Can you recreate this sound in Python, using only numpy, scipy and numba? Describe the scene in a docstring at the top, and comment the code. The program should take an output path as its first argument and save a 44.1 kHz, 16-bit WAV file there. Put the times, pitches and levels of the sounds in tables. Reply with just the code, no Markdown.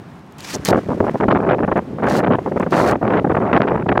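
"""An open-air street stall: green husks are stripped from a corn cob.
Fibres part in dense crackling rips and stiff ribs snap. Gusts buffet the microphone; the faster
the air, the louder and brighter its eddies, and they largely mask the later rips.
Loose leaves rustle between pulls, over the hum of distant traffic."""
import sys
import numpy as np
from scipy import signal
from scipy.fft import rfft, irfft
from scipy.io import wavfile
from scipy.ndimage import uniform_filter1d, minimum_filter1d, map_coordinates
from numba import njit

SR = 44100
rng = np.random.default_rng(int(sys.argv[2]) if len(sys.argv) > 2 else 0)


def to_wav(s):
    """Save 16-bit WAV."""
    ch = np.atleast_2d(s).T  # columns
    pcm = np.round(np.clip(ch, -1, 1) * 32767)  # PCM
    wavfile.write(sys.argv[1], SR, pcm.astype(np.int16))


N = 176400
T = np.arange(N) / SR
F = np.maximum(np.fft.rfftfreq(2 * N, 1 / SR), 1)


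def undb(db):
    """Decibels to gain."""
    return 10 ** (np.asarray(db) / 20)


def unit(x):
    """Scale to rms 1."""
    return x / np.std(x)


def steady(x):
    """Level out slow swells by the running rms."""
    return x / np.sqrt(uniform_filter1d(x * x, size=900) + 1e-6)


def shaped(x, gain):
    """Filter by a gain per frequency."""
    return irfft(rfft(x, 2 * N) * gain)[:N]


def colour(points):
    """Gain per frequency from (Hz, dB) points."""
    hz, db = np.array(points).T
    return undb(np.interp(np.log(F), np.log(hz), db))


def low_cut(hz):
    """Gain of a second-order high-pass."""
    return 1 / np.sqrt(1 + (hz / F) ** 4)


def curve(points):
    """Gain over time from (s, dB) points."""
    return undb(np.interp(T, *np.array(points).T))


def drift(rate_hz):
    """Smooth random signal, rms 1."""
    return unit(shaped(rng.standard_normal(N), np.exp(-(F / rate_hz) ** 2)))


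def flutter(rate_hz):
    """Drift with soft-limited peaks, rms 1."""
    return unit(np.tanh(0.711 * drift(rate_hz)))


def ring(x, hz, width):
    """Resonance; width is a fraction of its frequency."""
    return signal.lfilter(*signal.iirpeak(hz, 1 / width, fs=SR), x)


@njit
def moving_ring(x, hz, width):
    """Resonance with a moving centre, gain 1 there."""
    y, band_state, low_state = np.empty(len(x)), 0., 0.
    for i in range(len(x)):
        g = np.tan(np.pi * hz[i] / SR)
        band = (band_state + g * (x[i] - low_state)) / (1 + g * (g + width))
        band_state = 2 * band - band_state
        low_state += 2 * g * band
        y[i] = width * band
    return y


def crackle(per_s, spread_db):
    """Random tiny fractures: many weak, a few strong."""
    clicks = (rng.random(N) < per_s / SR) * rng.choice([-1, 1], N)
    return clicks * undb(spread_db * np.minimum(rng.exponential(size=N), 5))


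def traffic(level_db=-38.5):
    """Distant engines and tyres: a hum that wavers slightly."""
    # Each row: frequency in Hz, gain in dB.
    spectrum = [(25, -42), (70, -9), (155, 0.5), (340, -7.5), (500, -16.5), (850, -13.5), (1400, -20.5),
                (15000, -54.5)]
    hum = unit(shaped(rng.standard_normal(N), colour(spectrum)))
    return hum * undb(level_db - drift(6.7))


def rustle(tick_db=-73, tick_decay_s=.0011):
    """Loose leaves slide through the fingers; small creases give way in ticks."""
    # Each row: time in seconds, level in dB.
    levels = [(.04, -63), (.19, -74), (.36, -70), (.6, -41.5), (.76, -45.5), (1.2, -46.5), (1.29, -50.5),
              (2.0, -68), (2.58, -48.5), (4, -78)]
    # Each row: frequency in Hz, gain in dB.
    spectrum = [(1500, 4.5), (4000, -13), (5500, -13.5), (15500, -31)]
    grains = crackle(per_s=4000, spread_db=3.5) * undb(2 * drift(30))
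    sliding = curve(levels) * unit(shaped(grains, colour(spectrum) * low_cut(1200)))
    decay = np.exp(-T[T < .02] / tick_decay_s)
    creases = signal.fftconvolve(np.abs(crackle(per_s=120, spread_db=1)), decay)[:N]
    ticks = ring(creases * rng.standard_normal(N), hz=7000, width=.94)
    return sliding + undb(tick_db) * unit(ticks)


def eddies(hz, cut_hz, field_hz=704.2):
    """A frozen eddy field sweeps past the microphone port: faster air shifts it up in frequency."""
    field = unit(shaped(rng.standard_normal(N), np.exp(-F / field_hz)))
    position = np.cumsum(hz / field_hz) % (N - 1)
    swept = map_coordinates(field, [position], order=3, mode="wrap")
    return unit(shaped(swept, low_cut(cut_hz)))


def wind(edge_s=.00516, wake_s=.016, wake_db=-8, gust_gain_db=.47, breeze_hz=169.66):
    """Fluttering gusts, each with a short wake of slow eddies, over a softer, duller breeze."""
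    # Each row: start in seconds, length in seconds, relative level in dB, nominal eddy frequency in Hz.
    gust_events = [(0.54, 0.034, -24, 390), (0.595, 0.009, -22, 290), (0.684, 0.014, -12, 600),
                   (0.701, 0.019, -10, 540), (0.726, 0.015, -10, 660), (0.744, 0.022, -13, 540),
                   (0.77, 0.022, -14, 540), (0.886, 0.049, -17, 440), (1.002, 0.014, -10, 540),
                   (1.022, 0.034, -17, 400), (1.064, 0.035, -18, 620), (1.143, 0.023, -17, 460),
                   (1.202, 0.014, -14, 950), (1.22, 0.026, -14, 620), (1.248, 0.022, -15, 280),
                   (1.282, 0.011, -11, 780), (1.298, 0.031, -14, 820), (1.347, 0.031, -15, 740),
                   (1.387, 0.022, -16, 640), (1.413, 0.068, -18.5, 500), (1.484, 0.066, -13.5, 930),
                   (1.583, 0.011, -20, 800), (1.602, 0.009, -17, 820), (1.624, 0.029, -16, 610),
                   (1.678, 0.022, -17, 680), (1.712, 0.021, -15, 730), (1.757, 0.038, -14, 740),
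                   (1.905, 0.05, -28, 200), (1.984, 0.028, -24, 530), (2.022, 0.073, -15, 850),
                   (2.1, 0.12, -16, 660), (2.228, 0.025, -14, 780), (2.263, 0.02, -14, 720),
                   (2.303, 0.056, -14, 860), (2.384, 0.012, -19, 630), (2.457, 0.03, -19, 510),
                   (2.513, 0.013, -18, 490), (2.558, 0.024, -16, 540), (2.598, 0.016, -14, 720),
                   (2.624, 0.018, -16, 630), (2.663, 0.017, -18, 540), (2.722, 0.038, -12.5, 880),
                   (2.765, 0.172, -14, 740), (2.94, 0.026, -19, 580), (3.014, 0.083, -16.5, 580),
                   (3.1, 0.1, -15, 850), (3.243, 0.012, -11, 600), (3.263, 0.014, -17, 480),
                   (3.295, 0.033, -14, 660), (3.343, 0.015, -14, 540), (3.364, 0.028, -14.5, 620),
                   (3.401, 0.047, -16.5, 540), (3.45, 0.072, -19, 650), (3.529, 0.051, -11, 1010),
                   (3.6, 0.01, -12, 720), (3.617, 0.007, -9, 800), (3.63, 0.03, -20, 780),
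                   (3.669, 0.031, -17, 870), (3.703, 0.023, -14, 760), (3.728, 0.038, -17, 560),
                   (3.772, 0.058, -22, 660), (3.858, 0.012, -19, 440), (3.885, 0.017, -14, 940),
                   (3.915, 0.017, -14, 790), (3.952, 0.011, -16, 750), (3.974, 0.007, -10, 800),
                   (3.991, 0.009, -12, 750)]
    # Each row: time in seconds, relative level in dB.
    breeze_levels = [(0, -20.5), (.04, -59), (.45, -46), (.62, -29), (.95, -21.5), (1.12, -29), (1.27, -17),
                     (1.42, -20), (1.75, -21.5), (1.84, -32.5), (2.3, -18), (2.45, -28), (3.0, -24.5),
                     (3.6, -24), (4, -19)]
    # Each row: frequency in Hz, gain at the microphone port in dB.
    port_response = [(25, -11.5), (80, -1), (250, -2), (600, 1), (1700, 0.5), (3000, -3), (5000, -9.5)]
    force, hz = np.zeros(N), np.full(N, breeze_hz)
    for start_s, length_s, db, eddy_hz in gust_events:
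        span = slice(int((start_s - .02) * SR), int((start_s + length_s + .2) * SR))
        age_s = T[span] - start_s
        past_end_s = age_s - length_s
        body = np.clip(np.minimum(age_s, -past_end_s) / edge_s + .5, 0, 1)
        wake = undb(wake_db) * np.exp(-np.clip(past_end_s / wake_s, 0, 20)) * (age_s > 0)
        envelope = np.maximum(body, wake)
        force[span] = np.maximum(force[span], envelope * undb(db))
        hz[span] = np.maximum(hz[span], envelope ** .6 * eddy_hz)
    speed = flutter(200.7)  # air speed moves pitch and level together
    fast_air = eddies(hz * np.exp(.21 * (speed - .6)), cut_hz=163) * undb(1.5 * speed)
    gusts = undb(gust_gain_db) * force * steady(fast_air)
    sway = flutter(34.6)
    slow_air = eddies(breeze_hz * np.exp(.2 * sway), cut_hz=193) * undb(4 * sway)
    breeze = curve(breeze_levels) * unit(slow_air)
    return shaped(gusts + breeze, colour(port_response))


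def wind_pops():
    """A tight eddy crosses the port: a quick suction, then a push."""
    # Each row: time in seconds, peak in dB, width in seconds.
    pops = [(0.736, -12, 0.00047), (1.004, -4, 0.00038), (1.286, -9, 0.0012), (1.317, -7, .00022),
            (1.642, -11.5, .0009), (1.727, -17, 0.0012), (3.079, -8.5, 0.00027), (3.619, -6, 0.00019),
            (3.978, -7, 0.0002)]
    out = np.zeros(N)
    for time_s, db, width_s in pops:
        across = (T - time_s) / width_s
        out += undb(db) * np.pi * across / (1 + across ** 2) ** 2
    return out


def leaf_zip(start_s=.536, length_s=.019, ring_hz=6030, swell_db=16, peak_db=-12.5):
    """As the first pull ends, stick-slip clicks ring the taut leaf, slowing and growing."""
    from_hz, to_hz = 1500, 295
    progress = np.clip((T - start_s) / length_s, 0, 1)
    slipping = (progress > 0) * (progress < 1)
    rate_hz = (from_hz + (to_hz - from_hz) * progress) * slipping * np.exp(.13 * drift(400))
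    slips = np.diff(np.floor(np.cumsum(rate_hz) / SR), prepend=0) * undb(swell_db * progress)
    leaf = ring(ring(slips, ring_hz, width=.4), ring_hz, width=.32)
    return undb(peak_db) * leaf / np.abs(leaf).max()


def rib_snaps(decay_s=.0008, tail_s=.0059, tail_db=-28):
    """Each husk rib breaks with a sharp crack and a short splintering tail."""
    # Each row: start in seconds, peak in dB, ring frequency in Hz.
    snaps = [(.3237, -37.5, 8000), (0.384, -32, 8500), (0.406, -21.5, 5700), (0.65, -8, 6800),
             (0.656, -12, 11800), (0.687, -9, 3860), (1.286, -36, 7850), (1.7754, -36, 6960),
             (2.04, -39, 7000), (2.067, -35, 6500), (2.5983, -30, 7700), (2.709, -28, 6000),
             (2.876, -24, 5600), (2.9123, -24, 6550)]
    out, age_s = np.zeros(N), T[:2048]
    envelope = np.exp(-age_s / decay_s) + undb(tail_db) * np.exp(-age_s / tail_s)
    for start_s, db, hz in snaps:
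        burst = rng.standard_normal(len(age_s)) * envelope
        crack = ring(burst, hz, width=.39) + .22 * burst
        i = int(start_s * SR)
        out[i:i + len(crack)] += undb(db) * crack / np.abs(crack).max()
    return out


def husk_rips(brighten_db=9, upper_ratio=2.27, rasp_db=-2, gain_db=3):
    """Fibres part in uneven bundles, crisper along each pull, and ring two resonances of the strip."""
    # One list per pull. Each row: time in seconds, relative level in dB.
    pulls = [
        [(.383, -44), (.42, -47.5), (.448, -34), (.46, -39.5), (.508, -34.5), (.54, -35.5), (.562, -43),
         (.57, -58)],
        [(.647, -82), (.656, -23.5), (.668, -27), (.689, -28.5), (.697, -35), (.707, -31), (.718, -62)],
        [(2.07, -53), (2.088, -37), (2.14, -37.5), (2.175, -35.5), (2.192, -38.5), (2.2, -50), (2.215, -68)],
        [(2.704, -50), (2.725, -40.5), (2.79, -35.5), (2.86, -42), (2.885, -38), (2.916, -42), (2.928, -56)],
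    ]
    # Each row: frequency in Hz, gain in dB.
    spectrum = [(550, -1.5), (1000, -1), (2500, -4), (6500, -8), (8900, -13.5), (15500, -22)]
    # Each row: time in seconds, lower resonance of the taut strip in Hz.
    resonance = [(.425, 3120), (.45, 2100), (.48, 2600), (.525, 1880)]
    force, progress = np.zeros(N), np.zeros(N)
    for pull in pulls:
        start_s, end_s = pull[0][0], pull[-1][0]
        pulling = (T > start_s) * (T < end_s)
        force += pulling * curve(pull)
        progress += pulling * (T - start_s) / (end_s - start_s)
    fibres = crackle(per_s=8000, spread_db=2.5)
    bundles = undb(1.5 * drift(200))
    tear = shaped(fibres * bundles, colour(spectrum) * low_cut(460))
    treble = shaped(tear, low_cut(7000))
    tear += (undb(brighten_db * (progress - .5)) - 1) * treble
    lower_hz = np.interp(T, *np.array(resonance).T)
    rasp = sum(moving_ring(tear, lower_hz * ratio, width=.18) for ratio in (1, upper_ratio))
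    return undb(gain_db) * force * unit(tear + undb(rasp_db) * rasp)


def scene():
    """Wind, husk and street at one microphone."""
    return (wind() + wind_pops() + husk_rips() + rib_snaps() + leaf_zip() + rustle() + traffic())[None]


def record(dry):
    """A limiter holds the peaks under the ceiling; a steep low-pass cuts the top."""
    ceiling, top_hz = .93, 15800
    gain = np.minimum(1, ceiling / (np.abs(dry) + 1e-9))
    gain = uniform_filter1d(minimum_filter1d(gain, size=120), size=120)
    return signal.sosfilt(signal.ellip(10, .2, 80, top_hz, fs=SR, output="sos"), dry * gain)


dry = scene()
out = record(dry)
to_wav(out)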